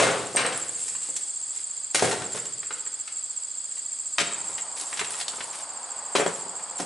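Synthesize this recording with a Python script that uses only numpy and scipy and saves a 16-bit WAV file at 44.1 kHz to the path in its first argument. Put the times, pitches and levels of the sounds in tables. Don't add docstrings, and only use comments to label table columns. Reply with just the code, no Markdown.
import sys
import numpy as np
from scipy import signal
from scipy.fft import rfft, irfft, next_fast_len
from scipy.io import wavfile
from scipy.ndimage import uniform_filter1d

SR = 44100
rng = np.random.default_rng(int(sys.argv[2]) if len(sys.argv) > 2 else 0)


def generate_wav(signal):
    frames = np.transpose(np.atleast_2d(signal))
    scaled = np.clip(frames, -1, 1) * 32767
    pcm = np.round(scaled).astype(np.int16)
    wavfile.write(sys.argv[1], SR, pcm)


N = 302085
TIME = np.arange(N) / SR

# frequency_hz, level_db
THUD_SPECTRUM = [(60, -38), (125, -14), (190, -10.5), (280, -8), (380, -3), (520, 0.5), (680, -2),
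                 (900, -10.5), (1300, -24)]
# frequency_hz, level_db
CRACK_SPECTRUM = [(2500, -8), (4500, 2), (7000, 6), (9000, 6.5), (11000, -6.5)]
# time_s, level_db
BED_RESOUND = [(0, 2.5), (2.6, 1), (4.1, 0), (5.5, -5.5), (6.1, -10), (6.85, -4)]
# start_s, length_s, level_db
BARK_SCRAPES = [(0, 0.73, -46.5), (.77, 0.14, -46), (1.011, 0.078, -43), (1.508, 0.1, -47.5),
                (1.936, 0.0348, -28), (2.009, 0.089, -36.5), (2.315, 0.072, -40.5), (2.713, 0.058, -49),
                (3.71, .08, -53), (4.44, .1, -47.5), (4.759, 0.068, -38), (4.872, .18, -42.5),
                (5.091, 0.1207, -39.5), (5.31, 0.18, -46), (5.519, 0.088, -41), (6.315, 0.086, -47),
                (6.777, 0.0348, -39)]


def from_db(db):
    return 10 ** (np.asarray(db) / 20)


def rms_one(x):
    return x / np.sqrt(np.mean(x ** 2) + 1e-20)


def attack_one(x):
    power = uniform_filter1d(x ** 2, size=SR // 100, mode="constant")
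    return x / np.sqrt(power.max() + 1e-20)


def level(rows):
    return from_db(np.interp(TIME, *np.transpose(rows)))


def at_hz(points, hz):
    known_hz, values = np.transpose(points)
    return np.interp(np.log(hz + 1e-9), np.log(known_hz), values)


def fade(t, t60):
    return np.exp(-np.log(1000) * t / np.maximum(t60, 1e-3))


def add(track, s, sound):
    start = int(np.clip(round(s * SR), 0, N - 1))
    track[start:start + len(sound)] += sound[:N - start]


def colour(x, spectrum):
    size = 2 * next_fast_len(x.shape[-1] // 2 + 2048)
    hz = np.maximum(np.arange(size // 2 + 1) * SR / size, 1)
    octaves_out = np.abs(np.log2(hz / np.clip(hz, spectrum[0][0], spectrum[-1][0])))
    gain_db = at_hz(spectrum, hz) - 20 * np.minimum(octaves_out, 2)
    cepstrum = irfft(np.log(from_db(gain_db)))
    cepstrum[1:size // 2] *= 2
    cepstrum[size // 2 + 1:] = 0
    return irfft(rfft(x, size) * np.exp(rfft(cepstrum)))[..., :x.shape[-1]]


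def wide_noise(width, size=N):
    mid, side = rng.standard_normal((2, size))
    return mid + width * np.array([side, -side])


def pan(x, left_db):
    return x * from_db([[left_db / 2], [-left_db / 2]])


def clatter(t, t60, grain_db):
    contacts = rng.standard_normal(len(t))
    uneven = from_db(grain_db * rng.standard_normal(len(t)))
    return contacts * uneven * fade(t, t60)


def log_ring(t, hz, cycles):
    strength = rng.uniform(0.19, 1, len(hz)) * rng.choice([-1, 1], len(hz)) * np.sqrt(hz / hz[0])
    return strength @ (np.sin(2 * np.pi * hz[:, None] * t) * fade(t, cycles / hz[:, None]))


def blow(t, length, shower_db):
    force = clatter(t, length, grain_db=2.0) * (1 - fade(t, 0.012))
    force *= from_db(shower_db) / np.linalg.norm(force)
    force[0] += 1
    return force


def knock_colour(hz):
    # multiple_of_pitch, level_db
    knock_shape = [(.15, -18), (.35, -5), (.6, -3), (1, 0), (1.4, -3), (2.2, -6), (3.5, -10.5), (6, -27)]
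    return np.array(knock_shape) * [hz, 1]


def thud_share_db(hz, reference_db):
    fall_db_per_octave, heaviest_db = 13.5, -3.5
    share_db = reference_db - fall_db_per_octave * np.log2(hz / 1000)
    return min(share_db, heaviest_db)


def bed_ring(t, s):
    # mode_hz, level_db, t60_s
    bed_modes = [(133.3, -18, 0.21), (186.4, -26.5, 1), (219, -12, 0.12), (289.2, -11, 0.13),
                 (336, -13, 0.19), (387, 2.5, 0.36), (425, -4, 0.31), (477, 27, 0.051), (523, -7, 0.23),
                 (534, -29, .1), (657.4, 13, 0.29), (780, 21, 0.033), (890, 23, 0.055)]
    hz, db, t60 = np.transpose(bed_modes)[:, :, None]
    strength = from_db(db + rng.normal(0, 1.4, db.shape)) * rng.choice([-1, 1], db.shape)
    ring = np.sum(strength * np.sin(2 * np.pi * hz * t) * fade(t, t60), axis=0)
    return from_db(np.interp(s, *np.transpose(BED_RESOUND)) - 11.5) * attack_one(ring)


def landings():
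    # start_s, knock_db, crack_re_knock_db, clatter_s, pitch_hz
    throws = [(0.0, -7.5, -7, 0.14, 1180), (0.025, -10, -5.5, 0.2, 1154), (0.069, -15.5, -7.5, 0.35, 1018),
              (0.35, -23.5, -6, 0.061, 564), (0.37, -11, -16, 0.102, 1890), (0.389, -13.5, -15, 0.22, 1390),
              (0.449, -15, -24, 0.14, 1280), (0.524, -22.5, -12, 0.033, 1470),
              (1.947, -12.5, 1, 0.025, 1590), (1.956, -15.5, 2, 0.0058, 1873),
              (1.992, -14, -11, 0.045, 2300), (2.023, -13.5, -3, 0.08, 706),
              (2.044, -15.5, -5.5, .15, 1162), (2.112, -16.5, -2, 0.111, 1596),
              (2.22, -25.5, -4, 0.024, 1380), (2.348, -26.5, -2.5, 0.046, 943),
              (4.183, -9, -25, 0.012, 2314), (4.189, -12.5, -15, 0.028, 2520), (4.2, -11, -12, 0.084, 2320),
              (4.212, -24, 3, 0.0325, 900), (6.152, -10.5, -9, 0.051, 1064), (6.158, -10, -15, 0.099, 2440),
              (6.184, -18, -3.5, 0.12, 950), (6.1981, -15, -8.5, 0.25, 890),
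              (6.2622, -14.5, -12, 0.0156, 926), (6.273, -23, -4, 0.2, 1000)]
    knocks, thuds, cracks = np.zeros((3, N))
    t = np.arange(SR // 3) / SR
    for s, db, crack_db, length, hz in throws:
        modes_hz = hz * np.geomspace(.5, 3, 14) * np.exp(rng.normal(0, .06, 14))
        ring = attack_one(colour(log_ring(t, modes_hz, cycles=27.0), knock_colour(hz)))
        rough = attack_one(colour(blow(t, length, shower_db=12.0), knock_colour(hz)))
        add(knocks, s, from_db(db) * attack_one(rough + from_db(-6) * ring))

        bed = bed_ring(t, s)
        push = attack_one(colour(blow(t, length, shower_db=-0.5), THUD_SPECTRUM))
        thud_db = db + thud_share_db(hz, reference_db=-7.5)
        add(thuds, s, from_db(thud_db) * attack_one(push + bed))

        crack = colour(blow(t, 1.04 * length, shower_db=8.0), CRACK_SPECTRUM)
        add(cracks, s, from_db(db + crack_db) * attack_one(crack))
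    knocks = pan(from_db(-11.5) * knocks, left_db=2.0)
    thuds = pan(from_db(-2.5) * thuds, left_db=1.0)
    cracks = pan(from_db(-10.5) * cracks, left_db=-.5)
    return knocks + thuds + cracks


def drag():
    attack_s, release_s = 0.0074, 0.16
    out = np.zeros(N)
    for start, length, db in BARK_SCRAPES:
        t = np.arange(int((length + release_s) * SR)) / SR
        hold = np.minimum(t / attack_s, 1)
        release = fade(np.maximum(t - length, 0), release_s)
        add(out, start, from_db(db) * hold * release)
    return out


def scraping():
    # frequency_hz, level_db
    bark_spectrum = [(300, -8.5), (1200, -12), (3000, -3), (6000, 0.5), (10000, 5), (11500, -12.5)]
    catches = rng.random(N) < 2500 / SR
    grains = catches * rng.standard_normal(N) * from_db(4.7 * rng.standard_normal(N))
    return drag() * rms_one(colour(grains, bark_spectrum))


def bumps(count):
    knock_re_scrape_db, crack_db = 6, -9.5
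    typical_hz, spread_octaves = 1933, 0.59
    rows = []
    for start, length, db in BARK_SCRAPES:
        for when, (strength, size) in zip(rng.random(count), rng.standard_normal((count, 2))):
            knock_db = db + knock_re_scrape_db + 2 * strength
            hz = typical_hz * 2 ** (spread_octaves * size)
            rows.append((start + when * length, knock_db, crack_db, hz))
    return rows


def nudges():
    # start_s, knock_db, crack_re_knock_db, pitch_hz
    touches = [(0.882, -28.5, 15.5, 2620), (0.95, -29, -12, 1280), (1.164, -25.5, 17, 3190),
               (2.374, -26, -14.5, 1400), (2.454, -30, 7, 3444), (2.63, -28.5, -6, 1700),
               (2.707, -22, -7, 1350), (2.865, -32.5, 2, 1290), (3.077, -26.5, -17, 2630),
               (3.77, -36.5, -10, 2030), (4.494, -33, -6, 700), (4.581, -22.5, -7, 2830),
               (4.928, -22.5, -4, 1710), (4.973, -20.5, -11, 2400), (4.994, -14.5, -7, 2370),
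               (5.013, -15.5, -11, 1130), (5.046, -22.5, -10, 2600), (5.14, -24, -8, 1500),
               (5.201, -23.5, 4, 3000), (5.212, -19, 1, 2760), (5.281, -23.5, 12, 3560),
               (5.333, -27, -5.5, 1047), (5.383, -32, 1, 800), (5.406, -19.5, -9, 1650),
               (6.463, -34, -6, 400), (6.594, -32.5, 4, 1980), (6.8, -19.5, 8.5, 590),
               (6.824, -26, -3, 600)]
    out, t = np.zeros(N), np.arange(SR // 6) / SR
    for s, db, crack_db, hz in touches + bumps(count=3):
        force = blow(t, length=0.045, shower_db=6.0)
        tone = log_ring(t, hz * np.array([1, 1.18, 1.5]), cycles=7.7)
        knock = attack_one(colour(force, knock_colour(hz))) + from_db(-8.0) * attack_one(tone)
        thud_db = thud_share_db(hz, reference_db=-11)
        thud = from_db(thud_db) * attack_one(colour(force, THUD_SPECTRUM))
        crack = from_db(crack_db - 9.5) * attack_one(colour(force, CRACK_SPECTRUM))
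        add(out, s, from_db(db - 12.5) * (knock + thud + crack))
    return out


def katydid(trills, start_hz, end_hz, length, opening_db, lead):
    out, u = np.zeros(N), np.linspace(0, 1, int(length * SR))
    swell = np.abs(np.sin(np.pi * u ** 0.56)) ** 0.75
    opening_swell = swell[::2]
    for first, last, per_s, db in trills:
        for s in np.linspace(first, last, round((last - first) * per_s) + 1):
            hz = (start_hz + (end_hz - start_hz) * u ** 1.55) * (1 + rng.normal(0, 0.00468))
            slips = np.cumsum(rng.normal(0, 0.024, len(u)))
            gain = from_db(db + rng.normal(0, 0.55))
            tone = np.sin(2 * np.pi * np.cumsum(hz) / SR + slips) * np.sqrt(2)
            add(out, s - length / 2, gain * swell * tone)
            rough_phase = np.cumsum(rng.normal(0, 0.13, len(u)))
            rasp = np.sin(2 * np.pi * .985 * start_hz * u * length + rough_phase)
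            add(out, s - lead, gain * from_db(opening_db) * opening_swell * rasp[:len(opening_swell)])
    return out


def katydids():
    # first_chirp_s, last_chirp_s, chirps_per_s, level_db
    near_trills = [(.128, .491, 14, -38.5), (.562, 1.917, 14.7, -31.5), (1.985, 2.2, 14, -38),
                   (2.268, 3.013, 14.7, -31.5), (3.174, 4.625, 14.5, -31.5), (4.73, 5.516, 14, -36),
                   (5.638, 5.845, 14.5, -35), (5.923, 6.785, 14, -34.5)]
    second_trills = [(.573, 1.525, 16.8, -33), (1.61, 1.875, 15, -32), (2.19, 2.605, 16.9, -34.5),
                     (2.685, 3.08, 15, -34.5), (3.13, 3.61, 16.7, -32), (3.7, 4.145, 15.7, -33),
                     (4.21, 4.69, 16.6, -32), (4.76, 5.315, 16.2, -33.5), (5.91, 6.825, 16.4, -34.5)]
    third_trills = [(.55, 1.57, 14.6, -34), (2.6, 3.28, 14.7, -36), (3.35, 4.62, 14.2, -38)]
    far_trills = [(.05, 6.8, 13.3, -47), (.09, 6.83, 15.7, -45.5)]
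    near = katydid(near_trills, start_hz=7637, end_hz=6784, length=.016, opening_db=0.0, lead=0.017)
    second = katydid(second_trills, start_hz=8020, end_hz=7374, length=0.018, opening_db=-24.0, lead=0.034)
    third = katydid(third_trills, start_hz=7820, end_hz=7560, length=.021, opening_db=4.5, lead=0.022)
    far = katydid(far_trills, start_hz=8576, end_hz=8070, length=0.018, opening_db=5.5, lead=0.016)
    singers = pan(near, left_db=-3.5) + pan(second + far, left_db=-.8) + pan(third, left_db=0.7)
    t = np.arange(SR // 10) / SR
    leaves = rms_one(wide_noise(width=0.21, size=len(t)) * fade(t, 0.046)) / np.sqrt(len(t))
    smear = signal.fftconvolve(singers, leaves, axes=1)[:, :N]
    return singers + from_db(-6.5) * smear


def insect_chorus():
    # frequency_hz, level_db
    chorus_spectrum = [(2500, -39), (4000, -26), (5800, -35), (6500, -4.5), (7200, 3.5), (8000, 7.5),
                       (8700, 5.5), (9300, -5), (10000, -30), (11300, -34.5)]
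    # time_s, level_db
    swarm = [(0, -36.5), (.5, -49), (.8, -34.5), (1.5, -38), (2.4, -41.5), (3.2, -41.5), (4.3, -38),
             (5.0, -39.5), (5.7, -41), (6.85, -41)]
    # centre_hz, width_hz, level_db
    cricket_bands = [(3330, 94, -61), (4690, 500, -50.5)]
    chorus = level(swarm) * rms_one(colour(wide_noise(width=0.209), chorus_spectrum))
    for hz, width_hz, db in cricket_bands:
        peak = signal.iirpeak(hz, hz / width_hz, fs=SR)
        chorus += from_db(db) * rms_one(signal.lfilter(*peak, wide_noise(width=0.596)))
    return chorus


def still_air():
    # frequency_hz, level_db
    air_spectrum = [(25, -23), (50, -14), (92, -5.5), (160, -12.5), (280, -8.5), (650, -5), (1120, -3),
                    (1900, -6.5), (3000, -9.5)]
    return from_db(-55.5) * rms_one(colour(wide_noise(width=0.55), air_spectrum))


def ticks():
    # start_s, peak_db, pitch_hz, rattle_s
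    contacts = [(0.361, -10.5, 8454, 0.0213), (0.367, -15, 8200, 0.015), (0.463, -15, 8300, 0.017),
                (0.5755, -14, 9340, 0.0065), (0.7933, -20.5, 8330, 0.0071), (0.838, -20, 8570, .02),
                (5.106, -19.5, 8800, 0.01), (5.12, -25, 8500, 0.0074), (5.204, -18, 8000, 0.0033),
                (5.212, -20, 5040, 0.0038), (5.282, -16, 4240, 0.0073)]
    out, t = np.zeros(N), np.arange(SR // 20) / SR
    for s, db, hz, length in contacts:
        ring = np.sin(2 * np.pi * hz * t) * fade(t, 0.48 * length)
        tick = signal.fftconvolve(blow(t, length, shower_db=2.0), ring)
        add(out, s, from_db(db) * tick / np.abs(tick).max())
    return out


def far_road():
    # frequency_hz, level_db
    road_spectrum = [(100, -43), (180, -19), (280, -15.5), (400, -14), (520, -7), (950, 0.5), (1400, -8.5),
                     (2160, -17), (3000, -21)]
    # time_s, level_db
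    traffic = [(0, -79), (4.1, -71), (4.35, -47.5), (4.7, -45.5), (5.3, -45), (6.0, -43.5), (6.85, -44)]
    return level(traffic) * rms_one(colour(wide_noise(width=0.29), road_spectrum))


def yard(x):
    # frequency_hz, t60_s
    yard_t60 = [(120, 1.47), (250, 1.05), (500, 0.86), (1500, 0.73), (4000, 0.66), (10000, 0.87)]
    # frequency_hz, level_db
    echo_spectrum = [(60, -1.0), (130, 3.5), (200, -0.5), (500, -1), (1500, -1), (4000, -2.5), (11000, -7.5)]
    t = np.arange(int(1.2 * SR)) / SR
    edges = np.geomspace(60, 14000, 9)
    echo = 0
    for low, high in zip(edges, edges[1:]):
        band_filter = signal.butter(2, [low, high], "band", fs=SR, output="sos")
        band = signal.sosfilt(band_filter, wide_noise(width=0.25, size=len(t)))
        echo = echo + band * fade(t, at_hz(yard_t60, np.sqrt(low * high)))
    echo = colour(echo * (1 - fade(t, 0.064)), echo_spectrum)
    near = wide_noise(width=0.76, size=len(t)) * fade(t, 0.093) * (1 - fade(t, 0.046))
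    late = signal.fftconvolve(x * level(BED_RESOUND), from_db(-8.0) * rms_one(echo), axes=1)
    early = signal.fftconvolve(x, from_db(-5.5) * rms_one(near), axes=1)
    return x + (late + early)[:, :N] / np.sqrt(len(t))


def scene():
    wood = landings() + pan(nudges() + scraping(), left_db=0.5) + pan(ticks(), left_db=0.0)
    wood = signal.sosfilt(signal.butter(2, 70, "high", fs=SR, output="sos"), wood)
    return yard(wood) + katydids() + insect_chorus() + still_air() + far_road()


def record(dry):
    cutoff_hz = 11250
    return signal.sosfilt(signal.ellip(14, .2, 80, cutoff_hz, fs=SR, output="sos"), dry)


dry = scene()
out = record(dry)
generate_wav(out)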